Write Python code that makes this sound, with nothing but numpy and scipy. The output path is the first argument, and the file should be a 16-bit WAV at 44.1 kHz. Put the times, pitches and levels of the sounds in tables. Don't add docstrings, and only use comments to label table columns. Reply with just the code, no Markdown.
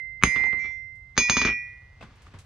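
import sys
import numpy as np
from scipy import signal
from scipy.fft import rfft, irfft, next_fast_len
from scipy.io import wavfile

SR = 44100
rng = np.random.default_rng(int(sys.argv[2]) if len(sys.argv) > 2 else 0)


def dump_mix(stems):
    frames = np.atleast_2d(stems).T
    limited = np.clip(frames, -1, 1)
    pcm = np.round(limited * 32767).astype(np.int16)
    wavfile.write(sys.argv[1], SR, pcm)


def invert_db(level):
    return 10 ** (np.asarray(level, dtype=float) / 20)


N = 108045
PAD = 23000


def at_hz(points, hz):
    table_hz, values = np.transpose(points)
    return np.interp(np.log(hz), np.log(table_hz), values)


def clicks(rows, gains):
    out = np.zeros(N + PAD)
    np.add.at(out, (np.array(rows)[:, 0] * SR).astype(int) + PAD, gains)
    return out + 1e-18


def dying(power, t60, rise_s):
    fall = invert_db(-120 / (t60 * SR))
    rise = np.exp(-1 / (rise_s * SR))
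    decayed = signal.lfilter([1], [1, -fall], power)
    level = np.sqrt(signal.lfilter([1 - rise], [1, -rise], decayed))
    return np.convolve(level[PAD - 30:], np.hanning(31) / 15, "valid")


def drift(rate):
    knots = rng.standard_normal(int(N / SR * rate) + 3)
    return 1.2 * np.interp(np.arange(N) / SR * rate, np.arange(len(knots)), knots)


def resonator(hz, t_decay):
    return 2 * np.pi * hz / SR, t_decay


# (pitch [Hz], share [0-1])
LIKENESS = [(50, 0.98), (500, 0.97), (2000, 0.49), (8000, 0.2)]
EDGES = 25 * 2 ** np.arange(0, 9.4, .4)


def bands():
    white = rng.standard_normal((2, 2, N))
    for k, (low, high) in enumerate(zip(EDGES, EDGES[1:])):
        band = signal.butter(2, [low, high], "band", fs=SR, output="sos")
        mid, side = signal.sosfilt(band, white[k % 2])
        hz = np.sqrt(low * high)
        alike = np.clip(at_hz(LIKENESS, hz), 0, 1)
        yield hz, np.sqrt(1 + alike) * mid + np.sqrt(1 - alike) * side * [[1], [-1]]


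# (time [s], level [dB])
WORK_BLOWS = [
    (-.5, 3.5),
    (0.236, 2.5),
]
# (time [s], level [dB], brightness [dB per octave])
RATTLES = [(0.344, -34.5, -12.5), (0.36, -7, -2.5), (0.367, -18, -10), (0.397, -28, -11.5),
           (0.411, -27, -12), (0.4384, -19, -6.5), (0.457, -32.5, -5.5), (0.482, -36, -12.5),
           (0.508, -35.5, 0.5), (0.529, -22.5, -11.5), (.575, -37.5, -12), (0.590, -35.5, -5),
           (0.599, -36.5, 0), (0.619, -39, -2), (0.6256, -36.5, -5.5), (0.644, -28.5, -8.5),
           (0.658, -27.5, -2), (0.691, -42, -2.5), (.708, -42.5, -3.5)]
# (time [s], level [dB])
BOUNCES = [(1.1776, 0), (1.2973, -1), (1.3683, -4), (1.4161, -6), (1.45, -5.5), (1.473, -11.5),
           (1.488, -17), (1.501, -25), (1.508, -27.5), (1.517, -41), (1.525, -29.5)]
DULLING = .4
RATTLE_DULL_DB = 17.5


def hits(work_db, face_db, rattle_db, hz, fade=1):
    octaves = np.log2(hz / 2000)
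    above = max(octaves, 0)
    first_db = BOUNCES[0][1]
    rows = [(s, db + work_db) for s, db in WORK_BLOWS]
    for s, db in BOUNCES:
        softer_db = fade * (db - first_db) * (1 + DULLING * above)
        rows.append((s, softer_db + first_db + face_db))
    for s, db, tilt in RATTLES:
        colour_db = tilt * max(octaves, -1) - RATTLE_DULL_DB * max(octaves - 1, 0)
        rows.append((s, db + colour_db + face_db + rattle_db))
    return np.array(rows)


# (pitch [Hz], level [dB per Hz])
AIR = [(25, 6), (60, 4.5), (125, -4), (200, -31.5), (500, -29.5), (2000, -38), (6000, -45), (15000, -59.5)]
AIR_DB = -51.5
# (pitch [Hz], level [dB per Hz])
RUSTLE = [(150, 1), (500, -9), (1200, -5), (2500, -9.5), (5000, -18.5), (9000, -27.5), (15000, -68)]
RUSTLE_DULL_DB = 25.5
# (time [s], level [dB])
MOVING = [(0, -89), (.232, -77), (.25, -52.5), (.3, -38), (.45, -57), (.68, -61), (.76, -91.5),
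          (1.1, -77.5), (1.6, -64), (1.95, -68), (2.1, -57), (2.45, -64)]
# (time [s], length [s], level [dB], brightness [dB per octave])
SCUFFS = [(0.952, 0.018, -105.5, 17.5), (2.008, 0.036, -43.5, -2.4), (2.024, 0.023, -43, -2),
          (2.154, 0.014, -95.5, 16), (2.218, 0.026, -74.5, 9.5), (2.262, 0.088, -56, -0.7),
          (2.337, 0.027, -46.5, -2.5), (2.386, 0.031, -66.5, 9.5)]


def yard():
    t, air, out = np.arange(N) / SR, 0, 0
    moving, grit = invert_db(np.interp(t, *np.transpose(MOVING))), drift(60)
    shapes = []
    for s, length_s, _, _ in SCUFFS:
        start = np.clip((t - s) / 0.0025, 0, 1)
        shapes.append(start * np.exp(-np.clip(t - s, 0, None) / length_s))
    for hz, noise in bands():
        air = air + invert_db(at_hz(AIR, hz) + 0.5 * drift(1.4)) * noise
        scuff = 0
        for shape, (_, _, db, tilt) in zip(shapes, SCUFFS):
            scuff = scuff + invert_db(db + tilt * np.log2(hz / 1000)) * shape
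        cloth = moving * invert_db(-RUSTLE_DULL_DB * max(np.log2(hz / 6000), 0))
        flicker = invert_db(at_hz(RUSTLE, hz) + 10.0 + 1.4 * grit + 0.51 * drift(25))
        out = out + flicker * np.hypot(cloth, scuff) * noise
    return invert_db(AIR_DB) * air / np.sqrt(np.mean(air ** 2)) + out


RATTLE_CRACK_DB = -6.5
# (pitch [Hz], level [dB per Hz])
ECHO = [(100, -0.5), (300, 6), (700, -7.5), (1200, -1), (2500, -0.5), (5500, -20), (7500, -34),
        (14000, -64.5)]
# (pitch [Hz], t60 [s])
ECHO_T60 = [(150, 0.09), (1000, 0.11), (4000, 0.15), (12000, 0.023)]
ECHO_WORK_DB, ECHO_FACE_DB = -15.5, -22
CONTACT_HZ = 6940


def shed():
    out = 0
    for hz, noise in bands():
        rows = hits(ECHO_WORK_DB, ECHO_FACE_DB, RATTLE_CRACK_DB, hz)
        level = dying(clicks(rows, invert_db(2 * rows[:, 1])), at_hz(ECHO_T60, hz), 0.00073)
        out = out + invert_db(at_hz(ECHO, hz) + 12.0) * level * noise
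    return signal.sosfilt(signal.butter(12, CONTACT_HZ, fs=SR, output="sos"), out)


# (pitch [Hz], t60 [s], level on work [dB], level on face [dB])
STUMP = [(74, 0.18, -8.5, -27), (135, 0.19, -11, -27.5), (186, 0.056, 5, -20), (243, 0.056, 3.5, -3),
         (276, 0.056, -13, -22), (413.2, 0.12, -12, -13)]
RATTLE_THUD_DB, THUD_RISE_S = -8, 0.0036
THUD_SHARE, THUD_LAG = .8, 8
LOW_DELAY_HZ = 516
THUD_ECHO_S, THUD_ECHO_DB = .034, -10


def stump():
    out = 0
    for hz, t60, work_db, face_db in STUMP:
        rows = hits(work_db, face_db, RATTLE_THUD_DB, hz, THUD_SHARE)
        r, w = invert_db(-60 / (t60 * SR)), 2 * np.pi * hz / SR
        push = clicks(rows, invert_db(rows[:, 1]))
        out = out + signal.lfilter([0, np.sin(w)], [1, -2 * r * np.cos(w), r * r], push)
    q = np.exp(-1 / (THUD_RISE_S * SR))
    soft = signal.lfilter([1 - q], [1, -q], out)
    p = np.exp(-2 * np.pi * LOW_DELAY_HZ / SR)
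    out = signal.sosfilt([[-p, 1, 0, 1, -p, 0]] * 4, soft)
    late = int(THUD_ECHO_S * SR)
    out[late:] += invert_db(THUD_ECHO_DB) * out[:-late]
    return np.array([out[PAD - THUD_LAG:-THUD_LAG], out[PAD:]])


# (time [s], level [dB], pitch [Hz])
KNOCKS = [(.344, -35, 880), (.396, -37, 805), (.409, -38.5, 900), (.439, -32, 861), (.457, -40, 864),
          (.466, -32.5, 900), (.482, -38, 890), (.708, -49, 960), (2.014, -40.5, 2600),
          (2.268, -44.5, 1200), (2.398, -57, 4000)]
KNOCK_T60_S = 0.029


def knocks():
    start, db, hz = np.array(KNOCKS).T[:, :, None]
    age = np.maximum(np.arange(N) / SR - start, 0)
    rings = invert_db(db - 60 * age / KNOCK_T60_S) * np.sin(2 * np.pi * hz * age)
    return rings.sum(axis=0)


SNAP_DB, RATTLE_SNAP_DB, SNAP_LOW_HZ, SNAP_HIGH_HZ = 15, -2, 900, 3300
SNAP_SHARE = .75


def snap():
    rows = hits(-99, SNAP_DB, RATTLE_SNAP_DB, 2000, SNAP_SHARE) + [.0004, 0]
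    band = signal.butter(2, [SNAP_LOW_HZ, SNAP_HIGH_HZ], "band", fs=SR, output="sos")
    return -signal.sosfiltfilt(band, clicks(rows, invert_db(rows[:, 1])))[PAD:]


# (pitch [Hz], width [Hz], level on work [dB], level on face [dB])
CRACK = [(1170, 130, 9, -8), (2030, 200, 6.5, -13), (2630, 780, 2.5, -9.5), (4040, 1300, -21.5, -4),
         (6230, 910, -23.5, -24.5), (9100, 660, -22.5, -48.5), (13500, 3900, -26, -82)]
CLICK_SHARE = 1.15
SQUASH_S, SQUASH_DB = .0013, 0


def crack():
    out = 0
    for k, (hz, width_hz, work_db, face_db) in enumerate(CRACK):
        rows = hits(work_db, face_db, RATTLE_CRACK_DB, hz, CLICK_SHARE)
        if hz > 1500:
            rows = np.r_[rows, rows[:2] + [SQUASH_S, SQUASH_DB]]
        r, w = np.exp(-np.pi * width_hz / SR), 2 * np.pi * hz / SR
        push = clicks(rows, invert_db(rows[:, 1]))
        rung = signal.lfilter([np.sin(w), 0, -np.sin(w) * r], [1, -2 * r * np.cos(w), r * r], push)
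        dull = signal.butter(4, min(1.256 * hz, 16000), fs=SR, output="sos")
        out = out + (-1) ** (k + 1) * signal.sosfilt(dull, rung)
    return out[PAD:]


# (time [s], level [dB], t60 [s])
FED = [(.359, -17.5, 0.05), (0.38, -53, 0.2), (.627, -53, 0.41), (.59, -28.5, 0.27), (.64, -22.5, 0.14),
       (.59, -52.5, 0.67), (0.61, -52.5, 0.39), (.45, -40.5, 0.11), (.58, -51, 0.35), (.705, -56, .2),
       (0.6, -60, 0.27), (0.36, -65.5, 0.33), (0.19, -53, .06), (0.33, -54, .08), (1.9, -57, 0.9)]
FED_HZ = [3461, 3461, 3461, 2322, 2322, 5568, 5568, 6383, 6383, 6383, 4156, 4156, 4770, 4770, 2076]
FED_RISE_S = .02


def fed(hz):
    t, out = np.arange(N) / SR, 0
    for (s, db, t60), mode_hz in zip(FED, FED_HZ):
        if mode_hz == hz:
            age = np.maximum(t - s, 0)
            level = invert_db(db - 60 * age / t60) * (1 - np.exp(-age / FED_RISE_S))
            out = np.hypot(out, level)
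    return out


FREE_HZ = (1941.5, 2076, 2322, 2435, 5568, 6476, 8904, 14465)
ROUGH_HZ = (987, 4770)
ROUGH_PER_S = 90
REST_S, REST_DB_PER_S = 1.4246, 245
BLOOM_S, SNAP_S = 0.028, 0.00087
RATTLE_RING_DB, SCATTER_DB = -15.5, 1.8


def ring(pitches, modes):
    out, t = np.zeros((2, N)), np.arange(N) / SR
    rest = invert_db(-REST_DB_PER_S * np.maximum(t - REST_S, 0))
    for hz, (t60, work_db, work_pan, face_db, face_pan) in zip(pitches, modes):
        wave = np.sin(2 * np.pi * (hz * t + rng.random()))
        luck = rng.normal(0, SCATTER_DB, 40)
        luck[:3] = 0
        buzz = fed(hz)
        grain = drift(ROUGH_PER_S) if hz in ROUGH_HZ else 1
        rise_s = BLOOM_S if hz in FREE_HZ[:4] else SNAP_S
        damping = 1 if hz in FREE_HZ else rest
        for ear, side in enumerate((.5, -.5)):
            rows = hits(work_db + side * work_pan, face_db + side * face_pan, RATTLE_RING_DB, hz)
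            energy = clicks(rows, invert_db(2 * (rows[:, 1] + luck[:len(rows)])))
            out[ear] += np.hypot(buzz, dying(energy, t60, rise_s)) * grain * wave * damping
    return out


FAINT_HZ = [2860, 2960, 6002, 6687, 7810, 8003, 8236, 9226, 11889, 12300, 13931, 14870]
# (t60 [s], level on work [dB], its left-right [dB], level on face [dB], its left-right [dB])
FAINT = [(0.16, -47, 3, -38, 1), (0.14, -53, -1.5, -35, 7), (0.28, -48.5, 0, -32.5, 4.5),
         (.2, -51, -6, -51.5, -3), (.15, -56, -0.5, -81, 1), (.3, -48, -11.5, -53.5, -4.5),
         (.25, -59.5, -4.5, -59, 1.5), (.2, -65.5, 1.5, -62.5, 6), (.25, -62.5, -8, -91, 1.5),
         (.4, -71, -5, -82.5, -6), (.4, -60.5, -9.5, -90.5, 0.5), (.5, -72, -7, -96.5, -2)]


def faint_ring():
    return ring(FAINT_HZ, FAINT)


HEAD_HZ = [6383, 6858, 7070, 8158, 8533, 8904, 9535, 10130, 10350, 10710, 12160, 12814, 13290, 14465]
# (t60 [s], level on work [dB], its left-right [dB], level on face [dB], its left-right [dB])
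HEAD = [(0.2, -14.5, -9, -10.5, -2), (0.49, -50, 2, -52, -3), (0.089, -25.5, -2.5, -45.5, 16),
        (.3, -38.5, -6.5, -56.5, 2), (.15, -46, -4, -64.5, -4.5), (0.17, -58, -2.5, -49, -13.5),
        (0.27, -30.5, 0, -39.5, -1), (0.25, -44, -9, -72.5, -4.5), (0.1, -69.5, -3, -58.5, -0.5),
        (0.26, -42.5, 0.5, -71.5, -10), (.3, -57.5, -7, -66.5, -3.5), (.3, -55.5, -3, -94.5, -12),
        (.35, -52.5, 2, -85, -9), (.4, -53, -4, -62, 2.5)]


def hammer_head():
    return ring(HEAD_HZ, HEAD)


ANVIL_HZ = [987, 1941.5, 2076, 2322, 2435, 3461, 4003, 4156, 4422, 4770, 5005, 5568, 5823, 6476]
# (t60 [s], level on work [dB], its left-right [dB], level on face [dB], its left-right [dB])
ANVIL = [(0.26, -35, 4, -28.5, 1), (0.81, -20.5, -4, -25.5, -4), (1.29, -17, -15.5, -43, -12),
         (0.094, -13.5, 2, -14, 10.5), (0.45, -29, 4, -15, -3.5), (0.25, -46, -7, -28, -10.5),
         (0.25, -43, 4.5, -27, 4), (0.9, -48.5, -3.5, -45.5, 4.5), (0.18, -51.5, 4.5, -26, 6),
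         (0.1, -41.5, -16.5, -22.5, -11.5), (0.34, -27.5, -7.5, -25.5, -9.5), (0.39, -40, 5.5, -28, -2),
         (0.13, -41, -11.5, -46.5, 5), (0.51, -40.5, 1, -52, -11.5)]


def anvil():
    return ring(ANVIL_HZ, ANVIL)


LEFT_LAG = 1.2


def scene():
    x = yard() + shed() + stump() + knocks() + snap() + crack()
    x = x + faint_ring() + hammer_head() + anvil()
    size = next_fast_len(N + 64)
    delay = np.exp(-2j * np.pi * LEFT_LAG * np.arange(size // 2 + 1) / size)
    x[0] = irfft(rfft(x[0], size) * delay, size)[:N]
    return x


def low_pass(x):
    return signal.sosfilt(signal.butter(12, 17160, fs=SR, output="sos"), x)


MIC_LOW_HZ = 48.8
KNEE_DB, SQUEEZE, RELEASE_DB_PER_S, GRAB_S = -10, 0.76, 83, 0.0015
FORE_S, FORE_DB, FORE_HZ = .0107, -20.5, 6450


def record(dry):
    t = np.arange(N) / SR
    dry = signal.sosfilt(signal.butter(3, MIC_LOW_HZ, "high", fs=SR, output="sos"), dry)
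    over = np.maximum(20 * np.log10(np.abs(dry).max(axis=0) + 1e-9) - KNEE_DB, 0)
    release = RELEASE_DB_PER_S * t
    held = np.maximum.accumulate(over + release) - release
    q = np.exp(-1 / (GRAB_S * SR))
    x = dry * invert_db(-SQUEEZE * signal.lfilter([1 - q], [1, -q], held))
    lag = int(FORE_S * SR)
    dull = signal.sosfiltfilt(signal.butter(2, FORE_HZ, fs=SR, output="sos"), x)
    for k in (1, 2, 3):
        x[:, :-k * lag] += invert_db(k * FORE_DB) * dull[:, k * lag:]
    return low_pass(np.clip(x, -1, 1))


dry = scene()
out = record(dry)
dump_mix(out)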